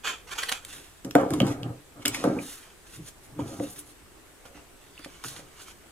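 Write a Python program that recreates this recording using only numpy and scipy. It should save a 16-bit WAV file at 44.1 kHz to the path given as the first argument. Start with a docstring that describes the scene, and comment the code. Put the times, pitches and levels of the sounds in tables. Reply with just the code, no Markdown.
"""Sheets of sticker paper slide under sorting hands on a hollow wooden table in a quiet room, heard close by.
Stick-slip friction rings each sheet and hisses; buckling sheets snap as short rattles of noise.
Fingers and stacks knock, bounce and drag on the table, which drums as a sum of decaying modes.
Two microphone ports hear this with level and time steps, sparse echoes and a shaped room noise."""
import sys
import numpy as np
from scipy import signal
from scipy.fft import rfft, irfft, next_fast_len
from scipy.io import wavfile
from scipy.ndimage import uniform_filter1d, map_coordinates

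SR = 44100
rng = np.random.default_rng(int(sys.argv[2]) if len(sys.argv) > 2 else 0)


def generate_wav(sig):
    """Save sig (samples, or channels by samples) to the path in sys.argv[1] as 16-bit PCM at SR."""
    pcm = np.round(np.clip(np.atleast_2d(sig).T, -1, 1) * 32767).astype(np.int16)
    wavfile.write(sys.argv[1], SR, pcm)


N = 260705
T = np.arange(N) / SR

# sheets sliding: full_strength_s, swell_s, hold_s, fade_s, scrape_db, hiss_db,
# stiffness (factor on the sheet's resonances)
SLIDES = [(0.046, 0.0084, 0.04, 0.079, -29, -41.5, 1.017), (0.273, 0.0045, 0.045, 0.022, -50, -53, 0.84),
          (0.314, 0.015, 0.022, 0.01, -40, -47, 0.98), (0.354, .01, 0.0084, .02, -42.5, -42.5, 0.71),
          (0.385, 0.01, 0.004, 0.01, -30.5, -34.5, 0.977), (0.397, 0.0064, 0.0041, 0.017, -31, -40, 1),
          (0.417, .01, 0.061, .02, -43.5, -46, 1.02), (0.435, 0.009, 0.00015, 0.0071, -25, -52, 1.35),
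          (.492, 0.0094, 0.003, 0.0073, -23.5, -38.5, 1.3), (0.519, 0.0055, 0.0041, 0.0068, -27, -26, 0.88),
          (0.53, 0.011, 0.033, 0.078, -43, -49, 1.02), (0.691, 0.053, 0.048, 0.25, -49.5, -48.5, 1.11),
          (1.157, .01, 0.011, 0.15, -45, -49, 0.97), (1.307, 0.023, 0.089, 0.021, -57, -53, .86),
          (1.468, 0.063, 0.056, 0.049, -50, -44, 0.8), (2.029, 0.025, 0, 0.0074, -44.5, -48, 0.93),
          (2.064, 0.0062, 0.001, 0.043, -28, -50, 0.93), (2.142, 0.045, 0, 0.2, -40, -35.5, 0.77),
          (2.432, 0.073, .11, 0.13, -53, -47, 1.17), (2.623, 0.26, 0.1, 0.03, -58.5, -86, 0.99),
          (2.867, 0.0084, 0.0016, 0.019, -56, -52, 0.72), (2.955, 0.1, 0.008, 0.031, -52.5, -48.5, 1.12),
          (3.083, 0.064, 0.0026, 0.019, -55, -43.5, 1.1), (3.247, 0.054, 0.00018, 0.036, -64, -55, 1.16),
          (3.393, 0.013, 0.0089, 0.034, -49.5, -54, 0.99), (3.481, 0.085, 0.08, 0.061, -70, -50, 1.01),
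          (3.616, 0.042, 0.059, 0.049, -54.5, -50, 1.13), (3.7, 0.015, 0.033, 0.031, -71, -54.5, 1.4),
          (3.762, 0.016, 0.029, 0.046, -54.5, -52, 1.14), (3.792, 0.008, 0.000021, 0.012, -66, -48, 1.62),
          (3.862, 0.036, 0.049, 0.043, -66, -60.5, 1.29), (4.455, 0.0083, 0.0043, 0.045, -53.5, -53, 1),
          (4.546, 0.0087, 0.032, 0.067, -54.5, -69, 0.85), (4.814, 0.022, 0.013, 0.26, -61, -65, 1.12),
          (5.052, 0.11, 0, 0.009, -47.5, -74, 1.44), (5.076, 0.013, 0.16, 1, -58.5, -59, 0.94),
          (5.247, 0.0063, 0.063, 0.052, -53, -44, 1.11), (5.357, 0.031, 0.04, 0.02, -54.5, -53.5, 1),
          (5.58, 0.023, 0.023, 0.021, -51, -67, 0.9), (5.612, 0.06, 0.024, 0.025, -58.5, -50, 1.03),
          (5.677, 0.029, 0.036, 0.017, -54.5, -52, 0.96)]
# resonances of a sheet: pitch_hz, width_hz, relative_level_db
SHEET_RESONANCES = [(425, 133, -2.5), (1406, 780, 6), (2406, 230, 10), (3150, 514, 8.5), (4090, 1300, -6),
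                    (6680, 920, -0.5), (10600, 590, -25)]
# spectrum of the sliding hiss: pitch_hz, relative_density_db
HISS_SPECTRUM = [(1760, -15.5), (3000, -7.5), (3890, -6), (4700, -9), (6480, -4.5), (11100, -6.5),
                 (15300, -19.5), (16000, -28)]
# buckling sheets: start_s, ring_peak_db, ring_hz, treble_db (above the ring's peak), t60_s
SNAPS = [(0.293, -36, 1300, -2, 0.008), (0.523, -15, 2480, -7, 0.01), (0.649, -36.5, 2160, 12.5, 0.013),
         (1.047, -41, 1350, 9.5, 0.026), (1.1095, -24.5, 3060, -6, 0.0075),
         (1.1521, -7.5, 1350, -8.5, 0.0095), (1.212, -33, 1220, 1, 0.022), (1.3051, -28, 1700, 7, 0.0082),
         (1.3354, -27.5, 1070, 4.5, 0.031), (1.4019, -12, 2930, -13, 0.0089), (1.412, -34, 2900, -6, 0.006),
         (1.4177, -22, 3320, -8, 0.0054), (1.4668, -26, 1130, -1.5, 0.016),
         (1.6317, -24, 2870, -12, 0.0031), (2.0529, -15, 2080, -1, 0.015), (2.0573, -15, 3020, 6, 0.01),
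         (2.0795, -10.5, 8200, -2, 0.017), (2.146, -19, 2160, 2.5, 0.016), (2.1512, -28, 2570, -3, 0.014),
         (2.2392, -27, 1290, 2, 0.027), (2.3871, -27.5, 2260, -30, 0.015), (3.39, -29.5, 990, -20.5, 0.025),
         (3.598, -33.5, 2000, -15, 0.008), (4.453, -48.5, 1170, 0, 0.023),
         (4.977, -35.5, 2770, -22, 0.0034), (4.992, -39, 1320, 0, 0.023), (5.0459, -29.5, 2370, 0, 0.0095),
         (5.239, -29, 1390, 4, 0.0084), (5.244, -29, 1460, -5, 0.016), (5.257, -38, 1500, -4, 0.008),
         (5.283, -33, 2480, 7, 0.011), (5.3635, -30, 2800, -18, 0.0054), (5.388, -45, 1600, -1, 0.008),
         (5.401, -41, 2000, -1, 0.0089)]
# treble of a snap: pitch_hz, relative_density_db
SNAP_TREBLE = [(2060, -18), (3500, -5.5), (4930, -9), (8260, -3), (9090, -3), (14500, -13), (16000, -27.5)]
# knocks on the table: start_s, nominal_peak_db, contact_ms
KNOCKS = [(1.046, -29, 2.5), (1.1524, -5, 0.24), (1.159, -15, 0.27), (1.184, -20, 0.5), (1.217, -22, 0.53),
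          (1.233, -17.5, 0.6), (1.262, -22.5, 1.1), (1.307, -30, 1.5), (1.335, -22, 2.3),
          (1.403, -17.5, 0.21), (1.4124, -11.5, 5.1), (1.428, -12, 2.9), (1.453, -24.5, 3.4),
          (1.661, -27, 2.1), (2.056, -27.5, 0.4), (2.24, -13.5, 0.29), (2.251, -16, 0.99),
          (2.273, -18, 1.4), (2.297, -27, 0.5), (2.416, -33, 3.9), (3.389, -21, 1.8), (3.601, -19.5, 1.45),
          (3.627, -29, 2), (3.641, -30.5, 1.7), (4.452, -46, 0.61), (4.551, -44, 0.33), (4.568, -46, 1.4),
          (4.994, -42, 1.4), (5.059, -36.5, 0.38), (5.39, -41, 0.82)]
# hands and stacks dragging on the table, and the bounce and rattle after knocks:
# full_strength_s, swell_s, hold_s, fade_s, drumming_db,
# hardness_db (on the upper modes), arm_weight_db (on the deepest modes)
DRAGS = [(0.049, 0.027, 0.077, 0.035, -57, 3.5, -25), (0.515, 0.34, 0, 0.13, -64, 13.5, -20),
         (.788, 0.31, 0, 0.053, -56.5, -3.5, -1), (1.05, 0.0042, 0.011, 0.07, -33.5, -12.5, -10),
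         (1.152, 0.004, 0.042, 0.11, -34.5, 10.5, -5), (1.303, 0.0039, 0.029, 0.17, -26.5, -12.5, -8),
         (1.416, 0.0071, 0.062, 0.14, -30, -5, -5.5), (1.639, 0.1, 0.056, 0.078, -41.5, -3.5, 5),
         (1.961, 0.013, 0.039, 0.021, -47.5, -3.5, -4.5), (2.05, 0.0027, 0.03, 0.14, -36.5, -22, -5.5),
         (2.22, 0.2, 0.0065, 0.0059, -40.5, -1.5, -13), (2.246, 0.0023, 0.048, 0.13, -24.5, -7, -23),
         (2.363, 0.029, 0.029, 0.035, -36.5, -8.5, -10), (2.984, 0.023, 0.0092, 0.07, -45.5, -16, 5.5),
         (3.38, 0.087, 0.04, .01, -43.5, -11, 3.5), (3.402, 0.0048, 0, 0.38, -36, -8.5, -4.5),
         (3.48, 0.024, 0.096, .02, -51, -2, -16), (3.589, 0.0044, 0.04, 0.029, -39, -11, -27),
         (3.663, .01, 0.029, 0.03, -51, -6, -19), (4.449, 0.0033, 0.0077, 0.028, -55, 3, -15),
         (4.616, 0.34, 0, 0.069, -61, 4.5, -10), (5.249, 0.0022, 0.0073, 0.033, -44.5, -23, 3),
         (5.31, 0.014, 0.13, 0.062, -60.5, 3.5, 5)]
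# modes of the table top: pitch_hz, relative_level_db, t60_s
TABLE_MODES = [(130.2, -8.5, 0.12), (157, -16, 0.21), (195, -6, 0.087), (260.4, -2.5, 0.094),
               (293.4, 1.5, 0.11), (345.4, -8, 0.074), (388, -10, 0.12), (439, -16, 0.29),
               (495.3, -4.5, 0.12), (541.4, -0.5, 0.088), (593, -4.5, 0.055), (672, -3.5, 0.081),
               (723, -5.5, 0.086), (776, -10, 0.072), (852, -17.5, 0.086), (933, -17, 0.045),
               (1048, -15.5, 0.058), (1233, -0.5, 0.024), (1335, -10.5, 0.034), (1520, -11, 0.035),
               (1820, -14.5, 0.027), (2165, -16, 0.027)]
# where the hands are: time_s, left_over_right_db, right_delay_ms
HAND_PLACE = [(0, -4.5, 0.00082), (.6, -4.5, 0.0012), (1.0, -3.5, 0.07), (2.1, -1.5, 0.073),
              (2.5, -3.5, 0.016), (3.3, -4, 0.041), (4.2, -3, 0.031), (5.2, -4.5, 0.03), (5.9, -4, 0.01)]
# dullness of the right port: pitch_hz, loss_db
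RIGHT_PORT_LOSS = [(1500, 1), (5000, 0), (9000, 4)]
# phase scatter of a wide sheet: pitch_hz, spread_rad
PHASE_SCATTER = [(2000, 0.2), (6000, 1.3)]
# share of the paper sound sent to nearby surfaces: pitch_hz, level_db
PAPER_ECHO = [(1000, 0), (4000, -7.5), (10000, -4)]
# decay of the echoes: pitch_hz, t60_s
ROOM_DECAY = [(200, 0.13), (1000, 0.085), (4000, 0.16), (12000, 0.091)]
# spectrum of the room noise: pitch_hz, relative_density_db
AIR_SPECTRUM = [(12, -44), (20, 17), (48, -4.5), (117, -11), (237, -13.5), (323, -8.5), (416, -8.5),
                (452, -14), (913, -17), (1510, -17), (5360, -26), (7950, -23), (8650, -22.5), (15200, -31),
                (16500, -63)]
# left-right likeness of the room noise: pitch_hz, correlation
AIR_LIKENESS = [(60, 0.76), (240, 0.37), (950, 0.39), (3770, 0.033), (15000, 0.043)]

STROKE_DB = 20  # fall over one swell or fade time
BEND = 0.96  # exponent; above 1, a stroke would linger near its top and die faster at its ends
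BRIGHT_HZ, BRIGHT_DB = 8900, 35  # a stiffer sheet hisses brighter: dB above this pitch per unit of stiffness
SNAP_RISE_S, KNOCK_RISE_S = 0.00081, 0.0012
CRACK = 1.55  # the instant a snap reaches full strength, in times the rattle's rms
TICK_BELOW_DB = -20  # a snap with less treble than this is a bare tick
RING_WIDTH, TICK_WIDTH = 0.22, 0.15  # resonance width as share of the ring's pitch
DEEP_HZ, UPPER_HZ = 170, 420  # deepest modes lie below, upper modes above
KNOCK_DEEP_DB = -7.5  # fingers push the deepest modes less
SHIFTS_PER_S = 9  # turns through the three echo tails
AIR_DB = -53
WHINE_HZ, WHINE_DB = 7950, -75
EDGE_HZ = 16300


def slide():
    """Stick-slip friction: fibres catch and let go, ringing the sheet and hissing as the grip wavers."""
    grip = flutter(hz=40, depth_db=1.5)
    slips = grains(per_s=2500, spread_db=2.0, smooth=0.49)
    fine_slips = grains(per_s=2500, spread_db=2.0, smooth=1.2)
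    hiss = evened(coloured(fine_slips + 0.019 * slips, HISS_SPECTRUM))
    treble = signal.sosfiltfilt(signal.butter(2, BRIGHT_HZ, "high", fs=SR, output="sos"), hiss)
    out = np.zeros(N)
    for *motion, scrape_db, hiss_db, stiffness in SLIDES:
        span, gain = stroke(*motion)
        scrape = np.zeros(len(gain))
        for hz, width, db in SHEET_RESONANCES:
            pitch = stiffness * hz
            scrape += amp(db) * resonate(resonate(slips[span], pitch, width), pitch, 2 * width)
        brightness = amp(BRIGHT_DB * (stiffness - 1))
        bright_hiss = hiss[span] + (brightness - 1) * treble[span]
        out[span] += gain * (amp(scrape_db) * evened(scrape) + amp(hiss_db) * bright_hiss)
    return grip * out


def snaps():
    """Buckling: a short rattle of noise excites a resonance of the sheet and spits treble."""
    out, t = np.zeros(N), np.arange(3000) / SR
    noise = rng.standard_normal((len(SNAPS), 2, len(t)))
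    noise[..., round(SNAP_RISE_S * SR)] = CRACK
    for (s, peak_db, hz, treble_db, t60), (ring_noise, treble_noise) in zip(SNAPS, noise):
        decay = amp(-60 * np.maximum(t - SNAP_RISE_S, 0) / max(t60, .002))
        shape = decay * np.minimum(t / SNAP_RISE_S, 1)
        ring = resonate(ring_noise * shape, hz, RING_WIDTH * hz)
        if treble_db < TICK_BELOW_DB:
            ring = resonate(resonate(ring, hz, TICK_WIDTH * hz), hz, RING_WIDTH * hz)
        # the treble falls away below its lowest point
        spectrum = [(SNAP_TREBLE[0][0] / 2, -30.0)] + list(SNAP_TREBLE)
        spit = coloured(treble_noise * shape, spectrum)
        snap = ring / abs(ring).max() + amp(treble_db) * spit / abs(spit).max()
        add(out, s, amp(peak_db) * snap)
    return out


def table():
    """Modal superposition: knocks, bounces and drags excite decaying sine modes of the table top."""
    hz, db, t60 = np.transpose(TABLE_MODES)
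    t = np.arange(SR // 2) / SR
    rings = amp(db[:, None] - 60 * t / t60[:, None]) * np.sin(2 * np.pi * hz[:, None] * t)
    drumming = knocks(hz, t, rings) + drags_and_bounces(hz, t, rings)
    # a bare top radiates little in the deep bass
    return signal.sosfilt(signal.butter(3, 85, "high", fs=SR, output="sos"), drumming)


def knocks(hz, t, rings):
    """Impact excitation: the striking place weighs the modes, and longer contact spares the upper ones."""
    out = np.zeros(N)
    places = amp(2.1 * rng.standard_normal((len(KNOCKS), len(hz))))
    # beyond a nodal line a mode starts in the opposite direction
    places *= np.sign(rng.random(places.shape) - .3)
    finger_push = amp(KNOCK_DEEP_DB * (hz < DEEP_HZ))
    for (s, peak_db, contact_ms), place in zip(KNOCKS, places):
        contact = 1 / (1 + (hz * contact_ms / 1000) ** 4)
        knock = (place * finger_push * contact) @ rings
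        knock *= np.minimum(t / KNOCK_RISE_S, 1)
        # the peak is taken as 2.5 times the spread of the first 900 samples
        add(out, s, amp(peak_db) * knock / (2.5 * knock[:900].std()))
    return out


def drags_and_bounces(hz, t, rings):
    """Random excitation: bumps of dragging, bounce and rattle drive three groups of damped modes."""
    out, push = np.zeros(N), np.zeros((3, N))
    deep, upper = hz < DEEP_HZ, hz > UPPER_HZ
    for *motion, drag_db, hard_db, weight_db in DRAGS:
        span, gain = stroke(*motion)
        push[:, span] += gain * amp([[drag_db + weight_db], [drag_db], [drag_db + hard_db]])
    bumps = grains(per_s=600, spread_db=2.0, smooth=0.5)
    for modes, force in zip((deep, ~deep & ~upper, upper), push):
        # a resting hand damps the top, so these ring shorter than knocks
        damped = rings[modes].sum(0) * amp(-100 * t) * np.minimum(t / 0.0016, 1)
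        out += signal.fftconvolve(force * bumps, damped / np.linalg.norm(damped))[:N]
    return out


def ports(x, extra_ms):
    """Stereo cues: the place of the source sets a level and time step between two ports."""
    pan_db, late_ms = curves(HAND_PLACE)
    right = map_coordinates(x, [np.arange(N) - (late_ms + extra_ms) * SR / 1000], order=3)
    right = scattered(coloured(right, [(hz, -loss_db) for hz, loss_db in RIGHT_PORT_LOSS]))
    return np.array([x * amp(pan_db / 2), right * amp(-pan_db / 2)])


def scattered(x):
    """Extended source: a wide sheet sounds from many points, so phase wanders from band to band."""
    n = next_fast_len(len(x))
    hz = np.fft.rfftfreq(n, 1 / SR)
    wander = np.interp(hz, np.linspace(0, SR / 2, 40), rng.standard_normal(40))
    return irfft(rfft(x, n) * np.exp(1j * wander * read(PHASE_SCATTER, hz)), n)[:len(x)]


def room(x):
    """Reverberation: three sparse tails take turns, so echoes keep changing colour and differ left from right."""
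    taps = np.zeros((3, 2, SR // 2))
    # one tap of random sign in every 20 samples
    starts = np.arange(20, SR // 2 - 20, 20)
    at = starts + rng.integers(0, 20, (3, 2, len(starts)))
    np.put_along_axis(taps, at, rng.choice([-1., 1.], at.shape), 2)
    # each band dies at its own speed
    hz, t, z = signal.stft(taps, SR, nperseg=256)
    decay = amp(-60 * t / read(ROOM_DECAY, hz)[:, None])
    tails = signal.istft(z * decay, SR, nperseg=256)[1]
    tails /= np.linalg.norm(tails[0, 0])
    phase = SHIFTS_PER_S * T + np.arange(3)[:, None] / 3
    turns = np.sqrt(2 / 3) * np.cos(2 * np.pi * phase)
    return signal.fftconvolve((x * turns)[:, None], tails, axes=2).sum(0)[:, :N]


def air():
    """Diffuse field: patchy noise, most alike left and right in the bass, under a faint fuzzy tone."""
    frames, hz = N // 256 + 5, np.fft.rfftfreq(1024, 1 / SR)
    a, b, c, d, patches = rng.standard_normal((frames, 513, 5)).T
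    patches = evened(uniform_filter1d(uniform_filter1d(patches, 10, 0), 10, 1))
    likeness = np.clip(read(AIR_LIKENESS, hz), -1, 1)[:, None]
    left = a + 1j * b
    right = likeness * left + np.sqrt(1 - likeness ** 2) * (c + 1j * d)
    z = np.array([left, right]) * amp(read(AIR_SPECTRUM, hz)[:, None] + 1.3 * patches)
    hush = evened(signal.istft(z, nperseg=1024, noverlap=768)[1][:, :N])
    whine = evened(resonate(resonate(rng.standard_normal(N), WHINE_HZ, 40), WHINE_HZ, 60))
    return amp(AIR_DB) * hush + amp(WHINE_DB) * whine


def stroke(s, swell, hold, fade):
    """Envelope: gain swells, holds and fades; returns the samples covered and the gain."""
    span = slice(max(round((s - 3 * swell) * SR), 0), round((s + hold + 3 * fade) * SR))
    before = (s - T[span]) / max(swell, .001)
    after = (T[span] - s - max(hold, 0)) / max(fade, .001)
    away = np.maximum(before, after)
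    return span, amp(-STROKE_DB * np.maximum(away, 0) ** BEND)


def grains(per_s, spread_db, smooth):
    """Shot noise: random clicks of uneven size over a share of smooth noise."""
    size = amp(spread_db * np.minimum(rng.exponential(1, N), 4)) * rng.choice([-1., 1.], N)
    clicks = evened(size * (rng.random(N) < per_s / SR))
    return clicks + smooth * rng.standard_normal(N)


def flutter(hz, depth_db):
    """Amplitude modulation: low-passed noise makes a level waver at random up to about hz."""
    waver = signal.lfilter(*signal.butter(2, hz, fs=SR), rng.standard_normal(N))
    return amp(depth_db * evened(waver))


def resonate(x, hz, width):
    """Simple resonance: a two-pole filter of gain 1 at its peak."""
    return signal.lfilter(*signal.iirpeak(hz, hz / width, SR), x)


def coloured(x, points):
    """Linear filtering: weighs the spectrum of x by the dB curve through the points."""
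    n = next_fast_len(x.shape[-1])
    gain = amp(read(points, np.fft.rfftfreq(n, 1 / SR)))
    return irfft(rfft(x, n) * gain, n)[..., :x.shape[-1]]


def amp(db):
    """Decibel law: 20 dB is a factor of ten in amplitude."""
    return 10 ** (np.asarray(db) / 20)


def evened(x):
    """Normalisation to an rms of 1."""
    return x / np.sqrt(np.mean(x ** 2) + 1e-20)


def read(points, hz):
    """Interpolation of a table along logarithmic pitch."""
    f, value = np.transpose(points)
    return np.interp(np.log(hz + 1), np.log(f + 1), value)


def curves(rows):
    """Interpolation of each column along time."""
    s, *columns = np.transpose(rows)
    return [np.interp(T, s, c) for c in columns]


def add(mix, s, sound):
    """Superposition: adds a sound to the mix from s seconds on."""
    part = mix[..., round(s * SR):][..., :sound.shape[-1]]
    part += sound[..., :part.shape[-1]]


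def scene():
    """Superposition of direct paper and table sound, echoes and room noise at the two ports."""
    rub, snap, wood = slide(), snaps(), table()
    # the bass of the table reaches both ports alike; its upper modes come from the side
    bass = signal.sosfiltfilt(signal.butter(3, 480, fs=SR, output="sos"), wood)
    upper = wood - bass
    paper_send = coloured(rub + amp(-2.5) * snap, PAPER_ECHO)
    echoes = room(paper_send + amp(-2.0) * upper + amp(-19.5) * bass)
    direct = bass + ports(rub + snap, extra_ms=0) + ports(upper, extra_ms=0.089)
    return direct + echoes + air()


def record(dry):
    """Band limitation: the recorder passes only what lies below its upper edge."""
    low_pass = signal.firwin(255, EDGE_HZ, window=("kaiser", 9), fs=SR)
    return signal.oaconvolve(dry, low_pass[None], "same")


dry = scene()
out = record(dry)
generate_wav(out)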